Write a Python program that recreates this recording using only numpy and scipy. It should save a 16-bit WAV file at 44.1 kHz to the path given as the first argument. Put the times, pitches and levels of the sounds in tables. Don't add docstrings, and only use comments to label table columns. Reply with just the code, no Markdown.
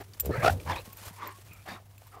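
import sys
import numpy as np
from scipy import signal
from scipy.fft import rfft, irfft
from scipy.io import wavfile
from scipy.ndimage import uniform_filter1d

SR = 44100
rng = np.random.default_rng(int(sys.argv[2]) if len(sys.argv) > 2 else 0)


def convert_level_to_amplitude(level_db):
    exponent = np.asarray(level_db, float) / 20
    return 10 ** exponent


def master_out(mix):
    frames = np.transpose(np.atleast_2d(mix))
    ceiling = np.clip(frames, -1, 1)
    pcm = np.round(ceiling * 32767).astype(np.int16)
    wavfile.write(sys.argv[1], SR, pcm)


N = 97020


def evened(x):
    return x / np.sqrt(np.mean(x ** 2) + 1e-20)


def add(mix, start, sound):
    part = mix[max(round(start * SR), 0):][:len(sound)]
    part += sound[:len(part)]


def resonate(x, hz, width):
    turn = np.exp(2j * np.pi * np.cumsum(hz * np.ones(len(x))) / SR)
    decay = np.exp(-np.pi * width / SR)
    smooth = signal.lfilter([1 - decay], [1, -decay], x / turn + 1e-18)
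    return 2 * (turn * smooth).real


def wander(count, per_s):
    size = max(int(SR / per_s), 1)
    noise = rng.standard_normal(max(count, 20000))
    return evened(uniform_filter1d(uniform_filter1d(noise, size), size))[:count]


def coloured(x, points):
    table_hz, db = np.transpose(points)
    hz = np.fft.rfftfreq(len(x), 1 / SR)
    gain = convert_level_to_amplitude(np.interp(np.log(hz + 1), np.log(table_hz), db))
    return evened(irfft(rfft(x) * gain, len(x)))


def yard():
    # (frequency [Hz], density [dB per Hz])
    air_spectrum = [(15, -42), (25, -7), (102, 1), (229, -16.5), (659, -17.5), (1230, -22.5), (1440, -64),
                    (9570, -55), (16000, -25.5)]
    hum_hz, hum_db, hum_waver_db = 100, -52, -1.5
    rumble_hz, rumble_width_hz, rumble_db, rumble_lump_db = 75, 78, -62.5, 3
    air_db, fade_db_per_s = -58.5, -3
    t = np.arange(N) / SR
    hum = convert_level_to_amplitude(hum_db + hum_waver_db * wander(N, 1.8)) * np.sin(2 * np.pi * hum_hz * t)
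    low = resonate(resonate(rng.standard_normal(N), rumble_hz, rumble_width_hz), rumble_hz, 140)
    rumble = convert_level_to_amplitude(rumble_db + rumble_lump_db * wander(N, 4.35)) * evened(low)
    air = convert_level_to_amplitude(air_db + 2.8 * wander(N, 6.4)) * coloured(rng.standard_normal(N), air_spectrum)
    return (hum + rumble + air) * convert_level_to_amplitude(fade_db_per_s * (t - N / SR / 2))


def grass():
    # (time [s], level [dB])
    scuffs = [(0, -66), (0.242, -63), (0.256, -48), (.28, -60), (.42, -58), (0.453, -46), (0.511, -45),
              (0.568, -62), (.71, -55.5), (0.861, -59.5), (1.0, -58.5), (1.038, -50), (1.12, -59.5),
              (1.169, -63.5), (1.642, -64.5), (1.703, -54.5), (1.821, -71.5), (2.2, -66.5)]
    # (frequency [Hz], density [dB per Hz])
    blades = [(200, -28), (500, -5), (2500, -8), (5000, -11), (13500, -11.5), (16000, -18)]
    snaps_per_s, snap_db, crackle_share = 2500, -1, 0.46
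    s, db = np.transpose(scuffs)
    snaps = (rng.random(N) < snaps_per_s / SR) * convert_level_to_amplitude(snap_db * np.minimum(rng.exponential(1, N), 4))
    crackle = np.convolve(snaps, np.exp(-np.arange(100) / 20))[:N] * rng.standard_normal(N)
    rustle = crackle_share * evened(crackle) + (1 - crackle_share) * rng.standard_normal(N)
    level_db = np.interp(np.arange(N) / SR, s, db) + 4.0 + 2.7 * wander(N, 83.0)
    return convert_level_to_amplitude(level_db) * coloured(rustle, blades)


def tap(start, db, hz):
    cycles, puff_db = 3.5, -5
    t = np.arange(2000) / SR
    noise = evened(resonate(rng.standard_normal(2000), hz, 0.57 * hz))
    puff = convert_level_to_amplitude(puff_db) * np.exp(-t / 0.005) * noise
    thud = np.sin(2 * np.pi * hz * t) * np.exp(-t / (0.0027 + cycles / hz / 4))
    return start, convert_level_to_amplitude(db) * (thud + puff)


def ring(modes, t):
    onset = 1 - np.exp(-t / 0.00081)
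    total = np.zeros(len(t))
    for k, (hz, db, t60) in enumerate(modes):
        total += (-1) ** k * convert_level_to_amplitude(db - 60 * t / t60) * onset * np.sin(2 * np.pi * hz * t)
    return total


def chink(start, db, low_db):
    # (frequency [Hz], level [dB], t60 [s])
    tag_modes = [(13690, 0, .036), (13880, -2, .03), (14110, -8, .02), (13450, -10, .02)]
    # (frequency [Hz], level [dB], t60 [s])
    buckle_modes = [(7260, -3, 0.039), (7640, -16, 0.053), (2655, -17, 0.02), (9800, 1, 0.007),
                    (10200, -5, 0.0036), (8900, -11, 0.0089)]
    tick_db, tick_s = 0.0, 0.0026
    t = np.arange(4000) / SR
    tick = convert_level_to_amplitude(tick_db) * np.exp(-t / tick_s) * np.diff(rng.standard_normal(4001))
    low = convert_level_to_amplitude(low_db) * (ring(buckle_modes, t) + tick)
    return start, convert_level_to_amplitude(db) * 0.75 * (ring(tag_modes, t) + low)


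def whine(start, length, db, hz):
    u = np.arange(0, length, 1 / SR) / length
    tone = np.sin(2 * np.pi * np.cumsum(hz * (1 + 0.026 * (u - 0.7))) / SR)
    return start, convert_level_to_amplitude(db) * u ** 0.92 * np.minimum((1 - u) / 0.16, 1) * tone


def wheeze(start, length, db, from_hz, to_hz):
    flutter_db, edge_power = 2, 0.77
    u = np.arange(0, length, 1 / SR) / length
    hz = from_hz + (to_hz - from_hz) * u
    width = 70 + 0.065 * from_hz
    air = rng.standard_normal(len(u)) * convert_level_to_amplitude(flutter_db * wander(len(u), 120))
    gap = evened(resonate(resonate(air, hz, width), hz, 2 * width))
    return start, convert_level_to_amplitude(db) * np.sin(np.pi * u) ** edge_power * gap


def pant(start, length, db, first_hz, peak_at):
    # (frequency [Hz], width [Hz], level [dB])
    throat = [(380, 220, -10), (1480, 1190, -5.5), (2600, 540, -25.5), (3750, 1400, -19.5),
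              (4930, 2300, -35)]
    flutter_db, wobble_hz = 1.5, 35.5
    second_ratio, second_top_hz, second_db = 1.7, 2300, -14.5
    bright_power, bright_per_db = 0.8, 0.03
    t = np.arange(0, length, 1 / SR)
    air = rng.standard_normal(len(t)) * convert_level_to_amplitude(flutter_db * wander(len(t), 250))
    one = first_hz + wobble_hz * wander(len(t), 26.0)
    two = min(first_hz * second_ratio, second_top_hz) + wobble_hz * wander(len(t), 26.0)
    low = evened(resonate(resonate(air, one, 182), one, 890))
    high = evened(resonate(resonate(air, two, 300), two, 930))
    skew = np.log(0.5) / np.log(np.clip(peak_at, 0.1, 0.9))
    shape = np.sin(np.pi * (t / length) ** skew) ** 1.74
    bright = shape ** bright_power * convert_level_to_amplitude(bright_per_db * (db + 34))
    rest = np.zeros(len(t))
    for hz, width, throat_db in throat:
        opening = bright if hz > 2000 else 1
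        rest += convert_level_to_amplitude(throat_db) * opening * evened(resonate(resonate(air, hz, width), hz, 2 * width))
    return start, convert_level_to_amplitude(db) * shape * evened(low + convert_level_to_amplitude(second_db) * high + rest)


def snarl(start, length, db, first_hz, peak_at):
    second_ratio, second_top_hz, second_db, air_db = 1.98, 2500, -1, -0.5
    air = pant(start, length, db, first_hz, peak_at)[1] * convert_level_to_amplitude(air_db - db)
    t = np.arange(len(air)) / SR
    second_hz = min(second_ratio * first_hz, second_top_hz)
    mouth = np.sin(2 * np.pi * first_hz * t) + convert_level_to_amplitude(second_db) * np.sin(2 * np.pi * second_hz * t)
    return start, convert_level_to_amplitude(db) * (air + 1.06 * np.sin(np.pi * t / length) ** 0.88 * mouth)


def growl(rows):
    chest_width_hz, mouth_width_hz, jitter, shimmer_db = 120, 170, 0.1, 1.5
    s, chest_db, fold_hz, mouth_db, mouth_hz, rough = np.transpose(rows)
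    t = np.arange(s[0], s[-1], 1 / SR)
    rough = np.clip(np.interp(t, s, rough), 0, 1)
    rate = np.interp(t, s, fold_hz) * (1 + jitter * rough * wander(len(t), 67))
    turns = np.cumsum(rate) / SR
    slaps = np.diff(np.floor(turns), prepend=0) * convert_level_to_amplitude(shimmer_db * wander(len(t), 180))
    puffs = (0.89 + np.exp(-(turns % 1))) * rng.standard_normal(len(t))
    drive = (1 - rough) * evened(slaps) + rough * evened(puffs)
    mouth_now = np.interp(t, s, mouth_hz)
    mouth = resonate(drive, mouth_now, mouth_width_hz)
    mouth = evened(resonate(resonate(mouth, mouth_now, 420), mouth_now, 664))
    tone = np.sin(2 * np.pi * turns) + 0.09 * np.cos(4 * np.pi * turns + 1)
    rasp = evened(resonate(resonate(puffs, 90.0, chest_width_hz), 86.0, 220))
    chest = evened(tone + 0.55 * rough * rasp)
    edge = np.clip(np.minimum(t - s[0], s[-1] - t) / 0.0047, 0, 1)
    voice = convert_level_to_amplitude(np.interp(t, s, chest_db)) * chest + convert_level_to_amplitude(np.interp(t, s, mouth_db)) * mouth
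    return s[0], edge * voice


def scene():
    # (time [s], peak level [dB], pitch [Hz])
    paw_taps = [(.002, -37, 100), (.01, -38.5, 397), (.135, -44, 4640), (0.149, -51.5, 308),
                (.574, -68, 12000), (.600, -42, 2400), (.666, -43, 900), (.6955, -29, 950),
                (0.876, -40.5, 210), (1.015, -43.5, 194), (1.068, -37.5, 75), (1.082, -40.5, 1270),
                (1.109, -42.5, 171.7), (1.324, -49, 8235), (1.386, -46, 390), (1.386, -56, 3000),
                (1.511, -43.5, 155), (1.678, -42, 1130), (1.749, -46, 191), (1.8, -50, 684),
                (1.823, -53, 680), (1.98, -55.5, 2600), (2.019, -48.5, 750), (2.032, -58, 1300),
                (2.117, -65, 4950), (2.12, -56, 9690)]
    # (time [s], peak level [dB], buckle level [dB])
    collar_chinks = [(0.014, -47, -5), (0.1986, -20, -3), (0.2054, -17.5, -7), (0.257, -30, -6),
                     (0.7149, -45, -16.5), (.798, -56.5, -20), (.929, -38, -10), (.97, -38, -11),
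                     (1.273, -33, -13), (1.533, -45.5, -0.5), (1.98, -50, 0), (2.069, -49, -6)]
    # (start [s], length [s], level [dB], pitch [Hz])
    thin_whines = [
        (0.822, 0.126, -53.5, 1087),
        (1.275, 0.11, -53, 1100),
    ]
    # (start [s], length [s], level [dB], from [Hz],
    # to [Hz])
    gliding_bands = [(0.038, 0.1, -64, 420, 330), (0.293, 0.025, -29, 385, 427),
                     (0.307, 0.017, -43.5, 1220, 1320), (0.309, 0.035, -45, 1750, 1800),
                     (0.333, 0.041, -40.5, 1250, 1400), (0.334, 0.059, -42.5, 2110, 1960),
                     (0.339, 0.048, -40.5, 1720, 1610), (0.344, 0.065, -51.5, 2400, 2320),
                     (.34, 0.074, -47, 860, 900), (.385, 0.06, -40.5, 1600, 1880),
                     (0.401, 0.098, -38.5, 2010, 3020), (0.416, 0.053, -33.5, 1145, 1320),
                     (0.591, 0.068, -54.5, 328, 300), (.694, 0.025, -33.5, 950, 1020),
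                     (0.713, 0.014, -37.5, 1710, 1660), (0.703, 0.034, -45, 3560, 3500),
                     (0.725, 0.016, -36.5, 790, 740), (.73, 0.028, -49, 3170, 3270),
                     (0.754, 0.053, -48.5, 3750, 4080), (0.767, 0.055, -51, 2370, 2600),
                     (0.778, 0.024, -44, 560, 500), (1.165, 0.048, -52.5, 900, 970),
                     (1.2, .055, -40.5, 1006, 1044), (1.196, .12, -55.5, 610, 590),
                     (1.209, 0.073, -57.5, 3300, 3740), (1.314, 0.026, -50.5, 1150, 1090),
                     (1.48, 0.094, -56.5, 2490, 2330), (1.55, 0.085, -63.5, 2280, 2450),
                     (1.67, .05, -46, 1800, 1700), (1.675, 0.093, -56, 2500, 2320),
                     (1.671, 0.071, -54, 4540, 4860), (1.675, .1, -51, 198, 180),
                     (2.037, 0.058, -67.5, 910, 1230), (.26, 0.078, -37.5, 146, 165),
                     (.41, .06, -41, 150, 157), (0.304, 0.082, -56, 4100, 4440),
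                     (2.114, 0.14, -53.5, 760, 730), (2.114, 0.089, -53, 1200, 1110),
                     (1.22, 0.052, -54.5, 169, 169), (0.684, 0.047, -51, 5170, 4950)]
    # (start [s], length [s], level [dB], first resonance [Hz], place of the peak [0-1])
    breaths = [(0.0, 0.04, -44.5, 720, 0.3), (0.304, 0.19, -45, 1263, 0.26),
               (0.412, 0.11, -26.5, 687, 0.46), (0.653, 0.12, -33.5, 965, 0.48),
               (0.749, 0.077, -40.5, 985, 0.21), (0.959, 0.24, -56, 930, 0.43),
               (1.162, 0.2, -41, 1067, 0.44), (1.474, 0.2, -64, 1300, 0.35),
               (1.655, 0.18, -44.5, 718, 0.21), (1.645, 0.18, -47.5, 1096, 0.4),
               (1.663, 0.14, -53, 3640, 0.33), (1.849, 0.082, -70, 738, 0.27),
               (2.017, 0.069, -61, 997, 0.82), (2.115, 0.2, -59, 452, 0.37),
               (2.116, 0.11, -55.5, 1150, 0.2), (.33, .12, -50, 850, 0.54)]
    # (start [s], length [s], level [dB], first resonance [Hz], place of the peak [0-1])
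    bursts = [(0.445, 0.0068, -22, 705, 0.61), (.460, 0.01364, -18, 671.7, 0),
              (.463, 0.0086, -30.5, 2752, 0.6), (0.477, 0.013, -19.5, 709, 0.28),
              (0.494, 0.011, -27.5, 750, 0.55), (0.697, 0.006, -35.5, 885, 0.92),
              (0.759, 0.0086, -36, 2345, .4)]
    # (time [s], chest level [dB], fold rate [Hz], mouth level [dB],
    # mouth resonance [Hz], roughness [0-1])
    phrases = [
        [(.2195, -42.5, 68, -52, 444, .3), (.253, -37, 67.66, -39.5, 460, 0.26),
         (.282, -30, 67.94, -38, 417, .15), (.31, -30, 84.8, -32.5, 374, 0.17),
         (.325, -41, 107.3, -42.5, 410, 0.78), (.36, -43, 110.5, -35.5, 474, 0.86),
         (.385, -29.5, 120.1, -45.5, 447, 0.84), (.43, -44.5, 120, -33, 596, 0.7)],
        [(.43, -30, 124.4, -38, 630, 1.1), (.46, -39.5, 110.5, -38, 704, 0.8),
         (.5, -26.5, 95.7, -36.5, 634, 0.9), (.53, -26, 91.1, -40, 620, 0.3), (.57, -31, 86.2, -46.5, 403, 0.7),
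         (.595, -46, 82.4, -50.5, 366, .9), (.65, -46, 85, -61.5, 380, 1.2)],
        [(.65, -46, 91.4, -55, 512, 1.1), (.678, -34.5, 93.4, -45, 517, 0.88),
         (.698, -34, 93.8, -40.5, 528, .8), (.77, -43, 90.06, -49, 520, 0.8), (.8, -69, 89, -48.5, 500, 0.9),
         (.83, -72, 86, -82, 443, 0.93)],
    ]
    mix = yard() + grass()
    for source, table in ((tap, paw_taps), (chink, collar_chinks), (whine, thin_whines),
                          (wheeze, gliding_bands), (pant, breaths), (snarl, bursts)):
        for row in table:
            add(mix, *source(*row))
    for rows in phrases:
        add(mix, *growl(rows))
    return mix[None]


def band_limit(x):
    return signal.sosfilt(signal.butter(12, 16970, fs=SR, output="sos"), x)


def record(dry):
    bass_cut_hz, band_limit_hz = 38, 15750
    thin = signal.sosfilt(signal.butter(2, bass_cut_hz, "high", fs=SR, output="sos"), dry)
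    limit = signal.firwin(401, band_limit_hz, window=("kaiser", 8), fs=SR)
    dull = signal.oaconvolve(thin, limit[None], "same")
    return band_limit(dull)


dry = scene()
out = record(dry)
master_out(out)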